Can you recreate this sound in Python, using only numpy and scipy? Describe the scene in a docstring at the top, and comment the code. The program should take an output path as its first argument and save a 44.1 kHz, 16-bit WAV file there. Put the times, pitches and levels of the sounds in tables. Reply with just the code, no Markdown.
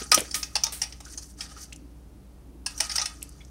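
"""Bright knocks on a steel colander, each a clack with a short ring, as the last wet beans go into a ceramic pot.
Knocks are noise bursts coloured by the shell plus decaying modes; some leave a single mode singing.
Beans slide over the steel (dense random grains), thud onto the heap (short sines, noise), tick, spatter and pock.
Close by in a kitchen; hum, faint room noise and a wavering low drone lie underneath."""
import sys
import numpy as np
from scipy import signal
from scipy.fft import rfft, irfft, next_fast_len
from scipy.io import wavfile
from scipy.ndimage import map_coordinates

SR = 44100
rng = np.random.default_rng(int(sys.argv[2]) if len(sys.argv) > 2 else 0)


def wav_out(sig):
    """Save sig, one row per channel (or a flat mono array), as 16-bit PCM at SR to the path in sys.argv[1]."""
    wavfile.write(sys.argv[1], SR, np.round(np.clip(np.atleast_2d(sig).T, -1, 1) * 32767).astype(np.int16))


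N = 154350

# Room and background
# hum partials: freq_hz, level_db
HUM_PARTIALS = [(59.2, -49), (193.8, -65), (290.7, -63.5)]
# room noise spectrum: freq_hz, relative_db
FLOOR_COLOUR = [(28, -33.5), (38, -6), (78, -9), (98, -15), (135, -10.5), (215, -18.5), (400, -24),
                (920, -32.5), (1700, -41), (7500, -47.5), (9200, -44), (16000, -51.5)]
# reverberation time: freq_hz, t60_s
ROOM_DECAY = [(200, 0.19), (2500, 0.27), (6000, 0.13), (15000, 0.066)]
FLOOR_DB = -51.5
DRONE_DB, DRONE_HZ, DRONE_SHARPNESS = -63.5, 286.3, 6  # low resonance of the room noise
DRONE_WAVER_DB, DRONE_WAVERS_PER_S = 6.5, 7.8
ROOM_DB, ROOM_DELAY_S = -15, 0.0068
TOP_HZ = 15750

# Bowl
# colour band edges: edge_hz
BAND_EDGES = [450, 1500, 4200, 5400, 7200, 10200, 16000]
# bowl modes: freq_hz, relative_db (to the knock's band; to one another in the slide), t60_s
BOWL_MODES = [(825, -11, 0.1), (1250, -13, 0.19), (1620, -21, 0.15), (1900, -19, 0.2), (2540, -16.5, 0.2),
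              (2982, -16.5, 0.19), (3521, -17, .18), (4700, -16, 0.16), (5256, -17, 0.12), (5512, -21, 0.2),
              (5776, -20, .2), (6280, -20, 0.16), (8492, -18, .2), (9620, -10.5, 0.11)]
RING_WAVER_HZ, RING_WAVER_RAD = 60, 0.5

# Sliding
# slide envelope of the rasp: time_s, level_db
SLIDE_LEVEL = [(0, -35.5), (.05, -47), (.1, -52.5), (.25, -46), (.3, -50), (.5, -55.5), (.9, -54.5),
               (1.03, -66), (1.06, -52.5), (1.14, -48), (1.165, -57), (1.21, -55.5), (1.232, -46),
               (1.275, -59.5), (1.305, -54.5), (1.36, -71), (1.39, -48.5), (1.44, -46), (1.49, -55.5),
               (1.522, -45.5), (1.55, -62), (1.569, -48.5), (1.635, -43), (1.67, -58.5), (1.85, -74),
               (2.64, -85), (2.7, -49.5), (2.76, -52.5), (2.85, -37.5), (2.885, -47.5), (2.93, -44.5),
               (2.975, -37), (3.03, -42.5), (3.11, -52), (3.18, -56.5), (3.35, -62), (3.5, -68)]
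# slide spectrum: freq_hz, relative_db
SLIDE_SPECTRUM = [(300, -18.5), (800, -10), (1050, -14.5), (1300, -2), (1700, -7.5), (2600, -12.5),
                  (3800, -10.5), (4800, -1.5), (6100, 1.5), (7400, -5.5), (9100, -2.5), (10500, -13),
                  (16000, -22)]
# slide brightness: time_s, tilt_db_per_octave
SLIDE_BRIGHTNESS = [(1.06, -.5), (1.12, 2), (1.32, 4.5), (1.42, -2), (1.56, -2.5), (1.62, 2.5), (1.7, -1)]
SLIDE_PIVOT_HZ, SLIDE_RING_DB = 5500, -7.5
SLIDE_SURGE_DB, SURGES_PER_S = 2.8, 90
GRAINS_PER_S, GRAIN_SPREAD_DB = 9000, 1.5

# Beans
# pocks of beans rolling against the bowl: start_s, level_db, pitch_hz
POCK_EVENTS = [(1.061, -46.5, 1490), (1.564, -43.5, 1250), (2.953, -37, 1371), (3.108, -49, 1247),
               (3.405, -51, 2224), (3.408, -50.5, 3375)]
POCK_T60_S, POCK_RISE_S, POCK_Q = 0.11, 0.0025, 20
# beans landing on the heap: start_s, pitch_hz, plop_db, push_db
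THUD_EVENTS = [(0.014, 415, -39.5, -43), (0.1741, 568, -25.5, -26.5), (.191, 634, -38, -40),
               (.2135, 460, -36, -49.5)]
# heap crunch spectrum: freq_hz, relative_db
HEAP_COLOUR = [(60, -17), (150, -1), (820, -6), (1050, -12), (3200, -5), (15000, -30)]
THUD_S, PUSH_RATIO = 0.012, 0.55  # plop length; push pitch / plop pitch
CRUNCH_DB, CRUNCH_DELAY_S, CRUNCH_T60_S = 7.5, 0.0026, 0.045  # heap gives way; dB re push
# wet ticks of single beans: start_s, level_db, pitch_hz
TICK_EVENTS = [(0.1154, -22, 9350), (.186, -22.5, 9940), (0.193, -25.5, 8514), (0.197, -32, 10040),
               (0.194, -33.5, 1980), (0.2047, -20, 8970), (1.053, -37, 6200), (1.725, -38, 3033),
               (1.729, -35.5, 7180), (1.761, -40, 7200), (3.22, -42, 2780), (3.228, -25, 8960),
               (3.292, -40.5, 8700), (3.449, -47, 6200)]
TICK_CYCLES, TICK_OCTAVES = 140, 0.65  # life to -60 dB; spectral width
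TICK_TOP_HZ = 12000  # wet skins soften the top
# hissing spatters: start_s, level_db, t60_s
SPATTER_EVENTS = [(0.352, -29, 0.27), (.723, -32.5, 0.3)]
# spatter spectrum: freq_hz, relative_db
SPRAY_COLOUR = [(500, -10.5), (2000, -6.5), (5000, -3.5), (7000, -5), (9000, 4.5), (11000, -3), (15500, -7)]

# Blows on the colander
# singing single modes: start_s, mode_hz, level_db, hold_s, t60_s
CLANG_EVENTS = [(.121, 1250, -21.5, .026, .08), (.343, 1250, -42, .02, .25), (.556, 835, -37, .004, .08),
                (.643, 904, -46, .035, .1), (.643, 3700, -44, .032, .1), (2.662, 1650, -40, .004, .1),
                (2.803, 660, -40, .006, .1), (3.015, 1250, -38.5, .012, .1)]
CLANG_RISE_S, CLANG_WAVER_RAD = 0.002, 0.27  # waver at the second bowl mode, scaled with pitch
# knocks: start_s, ping_hz, clack_t60_s, then relative_db per band, low to high
KNOCK_EVENTS = [(0.1164, 4920, 0.063, -26, -18.5, -17, -23, -19.5, -31),
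                (0.143, 5793, 0.021, -40, -29, -26.5, -18, -18.5, -23),
                (0.31, 4700, .035, -64, -49, -39, -41, -42, -58.5),
                (0.3423, 5765, .05, -48, -32, -30, -29.5, -32.5, -38.5),
                (0.4287, 5240, .035, -50, -38, -33, -31, -39.5, -50),
                (0.554, 4730, 0.054, -35.5, -28, -24, -28, -31, -42),
                (0.6354, 5200, .036, -41.5, -35.5, -26, -18.5, -34.5, -35.5),
                (0.665, 5260, 0.026, -42.5, -38.5, -37, -34, -42, -52),
                (0.816, 5280, 0.064, -43.5, -35, -30, -26.5, -30.5, -43.5),
                (0.833, 5230, .03, -51, -40, -36, -52, -58, -56),
                (0.9229, 5470, 0.043, -64, -47.5, -44, -48.5, -55, -65.5),
                (1.003, 5330, .035, -53, -52, -53, -50, -49.5, -55.5),
                (1.1749, 6410, 0.058, -55.5, -54, -40, -37, -42, -56.5),
                (1.406, 5140, 0.074, -57, -39.5, -38, -39.5, -41.5, -57),
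                (2.661, 5287, 0.039, -43.5, -35.5, -29, -32, -30, -44.5),
                (2.777, 5780, 0.085, -59, -57, -50, -40.5, -42, -51),
                (2.8021, 5360, .032, -37.5, -27.5, -24.5, -24.5, -24.5, -35.5),
                (2.895, 5170, 0.059, -48, -38.5, -34, -40.5, -41, -56),
                (2.914, 4870, 0.049, -66, -40.5, -35.5, -35, -40, -51.5),
                (2.9563, 4650, .045, -52, -37, -30, -25.5, -29, -40.5),
                (2.9804, 5140, 0.014, -39, -32, -26.5, -40, -44, -48),
                (2.995, 5800, .04, -41.5, -36, -37, -31, -50, -60.5),
                (3.0147, 6040, .06, -47.5, -33.5, -30.5, -30.5, -35.5, -50.5),
                (3.056, 5180, 0.029, -47.5, -34.5, -31.5, -32.5, -31.5, -45.5)]
# struck steel spectrum: freq_hz, relative_db
STEEL_COLOUR = [(200, -22.5), (480, -9.5), (660, -5.5), (840, 0.5), (1060, -8), (1250, -2.5), (1480, -6),
                (1750, 0), (3000, 0), (3800, -0.5), (4800, 6), (5900, 14.5), (7300, 2.5), (8500, 8.5),
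                (9700, 8), (10500, -5.5), (15500, -8)]
KNOCK_DB, RISE_S, HOLD_S = 0.5, 0.0018, 0.0055
CHATTER_DB, CHATTERS_PER_S = 2.2, 330
RIPPLE_DB, RIPPLE_HZ = 4, 169.5  # uneven ripple over the shell's spectrum
PING_DB, PING_T60_S = 6.5, 0.036  # strongest mode of the spot struck, re its band
DETUNE = 0.0013  # relative sd: the modes shift slightly from knock to knock
WASH_DB, WASH_T60_S = -11.5, 0.21  # diffuse after-ring of the shell
WASH_TILT_DB_PER_OCTAVE, WASH_PIVOT_HZ = -3, 3980


def amp(db):
    """Decibels to gain."""
    return 10 ** (np.asarray(db) / 20)


def unit(x):
    """Scale to rms 1."""
    return x / np.sqrt(np.mean(x ** 2) + 1e-20)


def along(points, hz):
    """Read (Hz, value) points on a log frequency axis."""
    f, v = np.transpose(points)
    return np.interp(np.log(hz + 1), np.log(f + 1), v)


def filtered(x, gain):
    """Apply a gain over frequency to x."""
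    m = next_fast_len(len(x) + 8192)
    spectrum = rfft(x, m) * gain(np.fft.rfftfreq(m, 1 / SR))
    return irfft(spectrum, m)[:len(x)]


def noise(gain, size):
    """Coloured noise of rms 1."""
    return unit(filtered(rng.standard_normal(size), gain))


def fade(t, t60):
    """Exponential decay, -60 dB at t60."""
    return np.exp(-np.log(1000) * t / max(t60, 1e-4))


def sine(hz, t):
    """Sine of rms 1 and random phase."""
    return np.sqrt(2) * np.sin(2 * np.pi * (hz * t + rng.random()))


def wobble(rate, t):
    """Smooth random curve, rate knots per unit of t."""
    return map_coordinates(rng.standard_normal(2048), [t * rate], mode="wrap")


def burst(gain, envelope):
    """Coloured noise under an envelope, with the envelope's energy."""
    shaped = noise(gain, len(envelope)) * envelope
    return unit(shaped) * np.sqrt(np.mean(envelope ** 2))


def band(f, lo, hi):
    """Gain of one colour band; the lowest has a gentler lower slope."""
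    slope = 4 if lo == BAND_EDGES[0] else 40
    return 1 / np.sqrt((1 + (lo / (f + 1)) ** slope) * (1 + (f / hi) ** 40))


def add(out, s, x):
    """Mix x into out at time s."""
    i = max(round(s * SR), 0)
    out[i:i + len(x)] += x[:max(len(out) - i, 0)]


def event_time():
    """Time axis of one event, 0.5 s."""
    return np.arange(SR // 2) / SR


def in_room(x):
    """Add a kitchen tail: delayed noise whose decay time depends on frequency."""
    hz, t, z = signal.stft(rng.standard_normal(SR // 2), SR, nperseg=256)
    decay = np.exp(-np.log(1000) * t / along(ROOM_DECAY, hz)[:, None])
    tail = signal.istft(z * decay, SR, nperseg=256)[1]
    tail = tail / np.linalg.norm(tail)
    out = x.copy()
    add(out, ROOM_DELAY_S, amp(ROOM_DB) * signal.fftconvolve(x, tail))
    return out


def ringing(hz, t60, t):
    """One decaying bowl mode; the beans lying in it unsettle its phase."""
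    waver = RING_WAVER_RAD * wobble(RING_WAVER_HZ, t)
    tone = np.sqrt(2) * np.sin(2 * np.pi * (hz * t + rng.random()) + waver)
    return tone * fade(t, t60)


def kitchen():
    """Appliance hum over steady room noise and a faint wavering drone."""
    t = np.arange(N) / SR
    hum = sum(amp(db) * sine(hz, t) for hz, db in HUM_PARTIALS)
    floor = amp(FLOOR_DB) * noise(lambda f: amp(along(FLOOR_COLOUR, f)), N)

    def resonance(f):
        detuning = f / DRONE_HZ - DRONE_HZ / (f + 1)
        return 1 / (1 + (DRONE_SHARPNESS * detuning / 2) ** 2)

    drone_level = amp(DRONE_DB + DRONE_WAVER_DB * wobble(DRONE_WAVERS_PER_S, t))
    return hum + floor + drone_level * noise(resonance, N)


def sliding():
    """Dense little slips over the perforated steel surge band by band and stir the bowl's modes."""
    t, clock = event_time(), np.arange(N) / SR
    hits = rng.random(N) < GRAINS_PER_S / SR
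    slips = hits * rng.standard_normal(N) * amp(GRAIN_SPREAD_DB * rng.standard_normal(N))
    steady = unit(filtered(slips, lambda f: amp(along(SLIDE_SPECTRUM, f))))
    tilt_db = np.interp(clock, *np.transpose(SLIDE_BRIGHTNESS))
    rasp = np.zeros(N)
    for lo, hi in zip(BAND_EDGES, BAND_EDGES[1:]):
        octaves = np.log2(np.sqrt(lo * hi) / SLIDE_PIVOT_HZ)
        surge_db = SLIDE_SURGE_DB * wobble(SURGES_PER_S, clock)
        rasp += filtered(steady, lambda f: band(f, lo, hi) ** 2) * amp(tilt_db * octaves + surge_db)
    bowl = sum(amp(db) * ringing(hz, t60, t) for hz, db, t60 in BOWL_MODES)
    ring = unit(signal.fftconvolve(rasp, bowl)[:N])
    level = amp(np.interp(clock, *np.transpose(SLIDE_LEVEL)))
    return level * (rasp + amp(SLIDE_RING_DB) * ring)


def pocks():
    """Soft contacts that sound one narrow resonance."""
    out, t = np.zeros(N), event_time()
    envelope = fade(t, POCK_T60_S) * np.minimum(t / POCK_RISE_S, 1)
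    for s, db, hz in POCK_EVENTS:
        resonance = lambda f: 1 / np.hypot(1, POCK_Q * (f / hz - hz / (f + 1)))
        add(out, s, amp(db) * burst(resonance, envelope))
    return out


def thuds():
    """Beans hit the heap: a short plop and a deeper push, then the crunch of the heap giving way."""
    out, t = np.zeros(N), event_time()
    swell = np.sin(np.pi * np.minimum(t / THUD_S, 1))
    for s, hz, plop_db, push_db in THUD_EVENTS:
        plop = amp(plop_db) * sine(hz, t)
        push = amp(push_db) * sine(PUSH_RATIO * hz, t)
        add(out, s, in_room(swell * (plop + push)))
        crunch = burst(lambda f: amp(along(HEAP_COLOUR, f)), fade(t, CRUNCH_T60_S))
        add(out, s + CRUNCH_DELAY_S, in_room(amp(push_db + CRUNCH_DB) * crunch))
    return out


def ticks():
    """Single wet beans: noise around one pitch, shorter the higher it is."""
    out, t = np.zeros(N), event_time()
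    for s, db, hz in TICK_EVENTS:
        def colour(f):
            octaves = np.log2((f + 1) / hz)
            peak = 1 / (1 + (octaves / TICK_OCTAVES) ** 2) ** 2
            return peak / np.hypot(1, (f / TICK_TOP_HZ) ** 4)

        add(out, s, in_room(amp(db) * burst(colour, fade(t, TICK_CYCLES / hz))))
    return out


def spatters():
    """Bright hisses: coloured noise with exponential decay."""
    out, t = np.zeros(N), event_time()
    for s, db, t60 in SPATTER_EVENTS:
        add(out, s, amp(db) * burst(lambda f: amp(along(SPRAY_COLOUR, f)), fade(t, t60)))
    return out


def clangs():
    """A single mode swells, holds while the rim stays in contact, then dies; higher modes waver more."""
    out, t = np.zeros(N), event_time()
    rise = 1 - np.exp(-t / CLANG_RISE_S)
    for s, hz, db, hold_s, t60 in CLANG_EVENTS:
        waver = CLANG_WAVER_RAD * hz / BOWL_MODES[1][0] * wobble(RING_WAVER_HZ, t)
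        tone = np.sqrt(2) * np.sin(2 * np.pi * hz * t + waver)
        add(out, s, amp(db) * tone * fade(np.maximum(t - hold_s, 0), t60) * rise)
    return out


def knocks():
    """Crowded shell modes clack and wash, a ping and clear modes ring; the spot struck sets the colour."""
    out, t = np.zeros(N), event_time()
    swell = np.minimum(t / RISE_S, 1)
    wash = swell * fade(t, WASH_T60_S)
    chatter_onset = np.minimum(t / HOLD_S / 2, 1)

    def steel(f):
        return amp(along(STEEL_COLOUR, f) + RIPPLE_DB * wobble(1 / RIPPLE_HZ, f))

    for s, ping_hz, clack_t60, *levels_db in KNOCK_EVENTS:
        def strength(hz):
            return amp(levels_db[np.searchsorted(BAND_EDGES, hz) - 1])

        chatter = amp(CHATTER_DB * wobble(CHATTERS_PER_S, t) * chatter_onset)
        clack = swell * fade(np.maximum(t - HOLD_S, 0), clack_t60) * chatter
        shell = np.zeros(len(t))
        for db, lo, hi in zip(levels_db, BAND_EDGES, BAND_EDGES[1:]):
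            octaves = np.log2(np.sqrt(lo * hi) / WASH_PIVOT_HZ)
            wash_gain = amp(WASH_DB + WASH_TILT_DB_PER_OCTAVE * octaves)
            envelope = np.hypot(clack, wash_gain * wash)
            shell += amp(db) * burst(lambda f: steel(f) * band(f, lo, hi), envelope)
        ping = amp(PING_DB) * strength(ping_hz) * ringing(ping_hz, PING_T60_S, t)
        ring = np.zeros(len(t))
        for hz, db, t60 in BOWL_MODES:
            shifted_hz = hz * (1 + DETUNE * rng.normal())
            ring += strength(hz) * amp(db) * ringing(shifted_hz, t60, t)
        add(out, s, amp(KNOCK_DB) * in_room(shell + (ping + ring) * swell))
    return out


def scene():
    """All sources at one microphone."""
    beans = sliding() + pocks() + thuds() + ticks() + spatters()
    return (kitchen() + beans + clangs() + knocks())[None]


def record(dry):
    """The recorder keeps nothing above its band limit."""
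    return np.array([filtered(x, lambda f: f < TOP_HZ) for x in dry])


dry = scene()
out = record(dry)
wav_out(out)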